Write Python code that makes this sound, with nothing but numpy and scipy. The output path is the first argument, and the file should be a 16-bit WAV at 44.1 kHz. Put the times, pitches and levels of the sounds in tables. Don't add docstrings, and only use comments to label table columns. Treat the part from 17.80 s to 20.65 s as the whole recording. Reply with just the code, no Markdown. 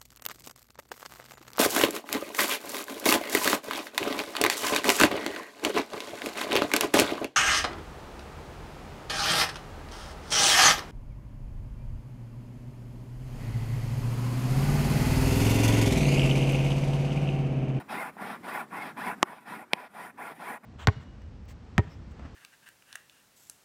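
import sys
import numpy as np
from scipy import signal
from scipy.fft import rfft, irfft, next_fast_len
from scipy.io import wavfile
from scipy.ndimage import uniform_filter1d, map_coordinates

SR = 44100
rng = np.random.default_rng(int(sys.argv[2]) if len(sys.argv) > 2 else 0)


def volts_from_db(level):
    exponent = np.asarray(level, float) / 20
    return 10 ** exponent


def wrap_up_sound(samples):
    columns = np.atleast_2d(samples).T
    tamed = np.clip(columns, -1, 1)
    steps = np.round(tamed * 32767).astype(np.int16)
    wavfile.write(sys.argv[1], SR, steps)


N = 125685

# (start [s], length [s], rub level [dB], top weave pitch [Hz], hiss over the rub [dB])
STROKES = [(-.19, 0.23, -41, 1900, -13.5), (0.07, 0.25, -37, 2150, -15), (.365, 0.23, -41, 1797, -17.5),
           (0.615, 0.25, -37.5, 2094, -14), (0.891, 0.25, -39, 2140, -16.5),
           (1.151, .207, -36.5, 2145, -15), (1.41, .2, -41.5, 1900, -16.5),
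           (1.641, 0.22, -37.5, 2158, -14.5), (1.895, .197, -39, 1990, -17.5),
           (2.125, 0.2, -37, 2137, -12.5), (2.367, 0.18, -36, 2350, -14), (2.571, 0.22, -36.5, 2290, -13),
           (2.823, 0.19, -40.5, 2000, -13)]
STROKE_LEAN = [3.5, 1, 3.5, 2.2, 5.5, 3, -1, 2.8, -6, 0.5, -0.5, 1, 4]
STROKE_SING = [-3, 0, -3, 0, -2, -.5, -5, -3, -5, 1, 0, 1.5, -3]
# (time [s], level [dB], half length [s])
DRAGS = [
    (0.349, -62, 0.04),
    (0.608, -70, .02),
    (1.385, -65, .03),
    (1.625, -52, .03),
    (2.125, -52.5, 0.028),
    (2.564, -48, 0.026),
]
# (multiple of the thread rate [1], level [dB], fuzz [Hz])
WEAVE_PARTIALS = [(.49, -3, 80), (.72, -9, 110), (1, .5, 85)]
# (frequency [Hz], level [dB])
WEAVE_COLOUR = [(300, -30), (600, -9), (900, -2), (2200, 0), (2700, -6)]
# (frequency [Hz], level [dB per Hz])
RUB_COLOUR = [(250, -29), (400, -5.5), (560, -8.5), (800, -5), (1700, -3.5), (2550, -10), (3000, -27),
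              (5000, -44.5)]
FOAM_COLOUR = [(25, -56), (60, -29), (130, -14), (200, -3.5), (320, -7.5), (500, -22.5), (700, -48),
               (1100, -94)]
FIBRE_COLOUR = [(4500, -28), (6300, -10.5), (8000, -7.5), (9500, 0.5), (11500, -3.5), (13500, -5.5),
                (15600, -7)]
NAP_COLOUR = [(1800, -33), (2700, -4.5), (3300, -1), (4100, -7.5), (4600, -7.5), (5300, -9), (6300, -20.5),
              (8000, -46)]
CABIN_COLOUR = [(25, -53), (70, -13), (230, 6), (500, -8.5), (1000, -6), (2030, -14.5), (3200, -25.5),
                (15800, -30.5)]
# (frequency [Hz], width [Hz], lift [dB])
PAD_BODY = [(237, 38, 2.5), (725, 174, 6), (854, 124, 6), (985, 45, 9), (1432, 134, 3.5), (2540, 110, 2.5)]
# (time [s], peak level [dB], polarity and size of the blow [1], blow after the tick [ms])
SNAPS = [
    (1.4291, -2.5, 0.94, 0.17),
    (1.9339, -1.5, -1.46, 0.09),
]
# (frequency [Hz], level [dB], t60 [s])
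TICK_MODES = [
    [(5730, -4.5, 0.0017), (6800, -4, .0014), (10800, -15.5, .0012)],
    [(4900, 0.5, 0.0011), (7700, -1.5, 0.00099), (9850, -9.5, 0.0013)],
]
# (frequency [Hz], level [dB], t60 [s])
BLOW_MODES = [
    [(367, -18.5, 0.046), (884, -20, 0.045), (1130, -0.5, 0.0077), (1900, -3.5, 0.0048),
     (2760, -7.5, 0.0045), (3700, -32, 0.001)],
    [(230, -29, 0.038), (480, -28.5, .02), (900, -5.5, 0.0059), (2350, -1, 0.0045), (3150, -1, 0.0023)],
]
# (time [s], peak level [dB], frequency [Hz])
KNOCKS = [
    (0.3681, -32.5, 790),
    (1.532, -23.5, 896),
]
DUCKS = [
    -8,
    -2.5,
]
# (frequency [Hz], width [Hz], level [dB])
PORT_DIPS = [(4470, 153, -5), (6370, 280, -6)]

PUSH_LEAN, PULL_LEAN = 1.1, .93
GRIP_SPEED = 0.23
RUB_GROWS, THUMP_GROWS, HISS_GROWS, WEAVE_GROWS = 0.57, 0.28, 0.81, 0.54
THUMP_DB, WEAVE_DB, NAP_DB = -13, -6.5, -18
WEAVE_TILT_DB, HISS_TILT_DB, NAP_TILT_DB = 3, 0.5, 10.5
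SNAP_ATTACK_S, KNOCK_T60_S = .00006, 0.013
EDGE_LOW_HZ, EDGE_TOP_HZ = 180, 13600
SEAT_T60_S, SEAT_DB, CABIN_DB = 0.042, -22, -53
MIC_TOP_HZ, RECOVER_S = 15600, 1.8


def unit(x):
    return x / np.sqrt(np.mean(np.abs(x) ** 2) + 1e-20)


def wobble(rate):
    knots = rng.standard_normal(int(N * rate / SR) + 4)
    return map_coordinates(knots, [np.arange(N) * rate / SR])


def resonances(f, peaks):
    return sum(db / (1 + (2 * (f - centre) / width) ** 2) for centre, width, db in peaks)


def coloured(x, points, lifts=()):
    size = next_fast_len(N + 8192)
    f = np.fft.rfftfreq(size, 1 / SR)
    hz, level_db = np.transpose(points)
    curve_db = np.interp(np.log(f + 1), np.log(hz + 1), level_db) + resonances(f, lifts)
    return unit(irfft(rfft(x, size) * volts_from_db(curve_db), size)[:N])


def grit(spread_db, patchy_db):
    slips = rng.standard_normal(N) * volts_from_db(spread_db * rng.standard_normal(N))
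    grid = signal.stft(slips, nperseg=512)[2]
    patches = uniform_filter1d(rng.standard_normal(grid.shape), size=2, axis=0)
    patches = uniform_filter1d(patches, size=6, axis=1)
    return signal.istft(grid * volts_from_db(patchy_db * unit(patches)), nperseg=512)[1][:N]


def scrubbing():
    speed, near, rub_db, top_hz, hiss_db, lean_db, sing_db = motion()
    slide = np.tanh((speed / GRIP_SPEED) ** 2)
    press_db = 1.5 * wobble(14) + 1.35 * wobble(44.85)
    cloth = coloured(grit(spread_db=4.5, patchy_db=2.5), RUB_COLOUR, PAD_BODY)
    fibres = coloured(grit(spread_db=2.5, patchy_db=2.0), FIBRE_COLOUR)
    nap = coloured(grit(spread_db=0.0, patchy_db=2.0), NAP_COLOUR)
    thump = foam_thump(speed, lean_db)
    threads_db = WEAVE_DB + sing_db + WEAVE_TILT_DB * near
    threads = volts_from_db(threads_db) * speed ** WEAVE_GROWS * weave(top_hz * speed)
    fibres_db = hiss_db + HISS_TILT_DB * near + 0.44 * wobble(29.8)
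    nap_db = NAP_DB + NAP_TILT_DB * near + 1.24 * wobble(14)
    fine = volts_from_db(fibres_db) * fibres + volts_from_db(nap_db) * nap
    stroke = speed ** RUB_GROWS * cloth + thump + speed ** HISS_GROWS * fine + threads
    dragged = cloth + volts_from_db(-10) * fibres + volts_from_db(-15.5) * nap
    return volts_from_db(rub_db + press_db) * slide * stroke + turn_drag() * dragged


def motion():
    t, table = np.arange(N) / SR, np.array(STROKES)
    k = np.clip(np.searchsorted(table[:, 0], t) - 1, 0, None)
    start, length, rub_db, top_hz, hiss_db = table[k].T
    push = k % 2 == 1
    travel = np.clip((t - start) / length, 0, 1) ** np.where(push, PUSH_LEAN, PULL_LEAN)
    speed = np.abs(np.sin(np.pi * travel))
    near = np.where(push, .5 - travel, travel - .5)
    return speed, near, rub_db, top_hz, hiss_db, np.array(STROKE_LEAN)[k], np.array(STROKE_SING)[k]


def weave(thread_hz):
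    turns = np.cumsum(thread_hz * (1 + .02 * wobble(30))) / SR
    song = 0
    for multiple, db, fuzz_hz in WEAVE_PARTIALS:
        phase = 2 * np.pi * multiple * turns
        fuzzy = wobble(fuzz_hz) * np.cos(phase) + wobble(fuzz_hz) * np.sin(phase)
        song = song + volts_from_db(db + 2.6 * wobble(40)) * fuzzy
    return coloured(song, WEAVE_COLOUR, PAD_BODY)


def foam_thump(speed, lean_db):
    lumps_db = 2.5 * wobble(35)
    foam = coloured(grit(spread_db=3, patchy_db=-0.5), FOAM_COLOUR, PAD_BODY)
    return volts_from_db(THUMP_DB + lean_db + lumps_db) * speed ** THUMP_GROWS * foam


def turn_drag():
    t = np.arange(N) / SR
    return sum(volts_from_db(db) * np.exp(-((t - s) / half) ** 2) for s, db, half in DRAGS)


def snaps():
    hits = 0
    for (s, db, sign, late_ms), tick, blow in zip(SNAPS, TICK_MODES, BLOW_MODES):
        hits = hits + volts_from_db(db) * (ring(s, tick) + sign * ring(s + late_ms / 1000, blow))
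    for s, db, hz in KNOCKS:
        hits = hits + ring(s, [(hz, db, KNOCK_T60_S)])
    edge = signal.butter(3, [EDGE_LOW_HZ, EDGE_TOP_HZ], "band", fs=SR, output="sos")
    return signal.sosfilt(edge, hits)


def ring(s, modes):
    t = np.clip(np.arange(N) / SR - s, 0, None)
    modes_sum = sum(volts_from_db(db - 60 * t / t60) * np.sin(2 * np.pi * hz * t) for hz, db, t60 in modes)
    return (1 - np.exp(-t / SNAP_ATTACK_S)) * modes_sum


def seat_answer(x):
    t = np.arange(SR // 4) / SR
    tail = uniform_filter1d(rng.standard_normal(len(t)), size=12) * volts_from_db(-60 * t / SEAT_T60_S)
    return signal.fftconvolve(x, tail / np.linalg.norm(tail))[:N]


def cabin_air():
    drift_db = 1.2 * wobble(8)
    return volts_from_db(CABIN_DB + drift_db) * coloured(grit(spread_db=2.4, patchy_db=2.0), CABIN_COLOUR)


def scene():
    near = scrubbing() + snaps()
    return (near + volts_from_db(SEAT_DB) * seat_answer(near) + cabin_air())[None]


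def roll_off(x):
    return signal.sosfilt(signal.butter(12, 16520, fs=SR, output="sos"), x)


def record(dry):
    t, f = np.arange(N) / SR, np.fft.rfftfreq(N, 1 / SR)
    heard = irfft(rfft(dry) * volts_from_db(resonances(f, PORT_DIPS)) * (f < MIC_TOP_HZ), N)
    gain_db = 0
    for (s, *_), duck_db in zip(SNAPS, DUCKS):
        drop = np.clip((t - s - .002) / 0.0069, 0, 1)
        gain_db = gain_db + duck_db * drop * np.exp(-np.abs(t - s) / RECOVER_S)
    return roll_off(heard * volts_from_db(gain_db))


dry = scene()
out = record(dry)
wrap_up_sound(out)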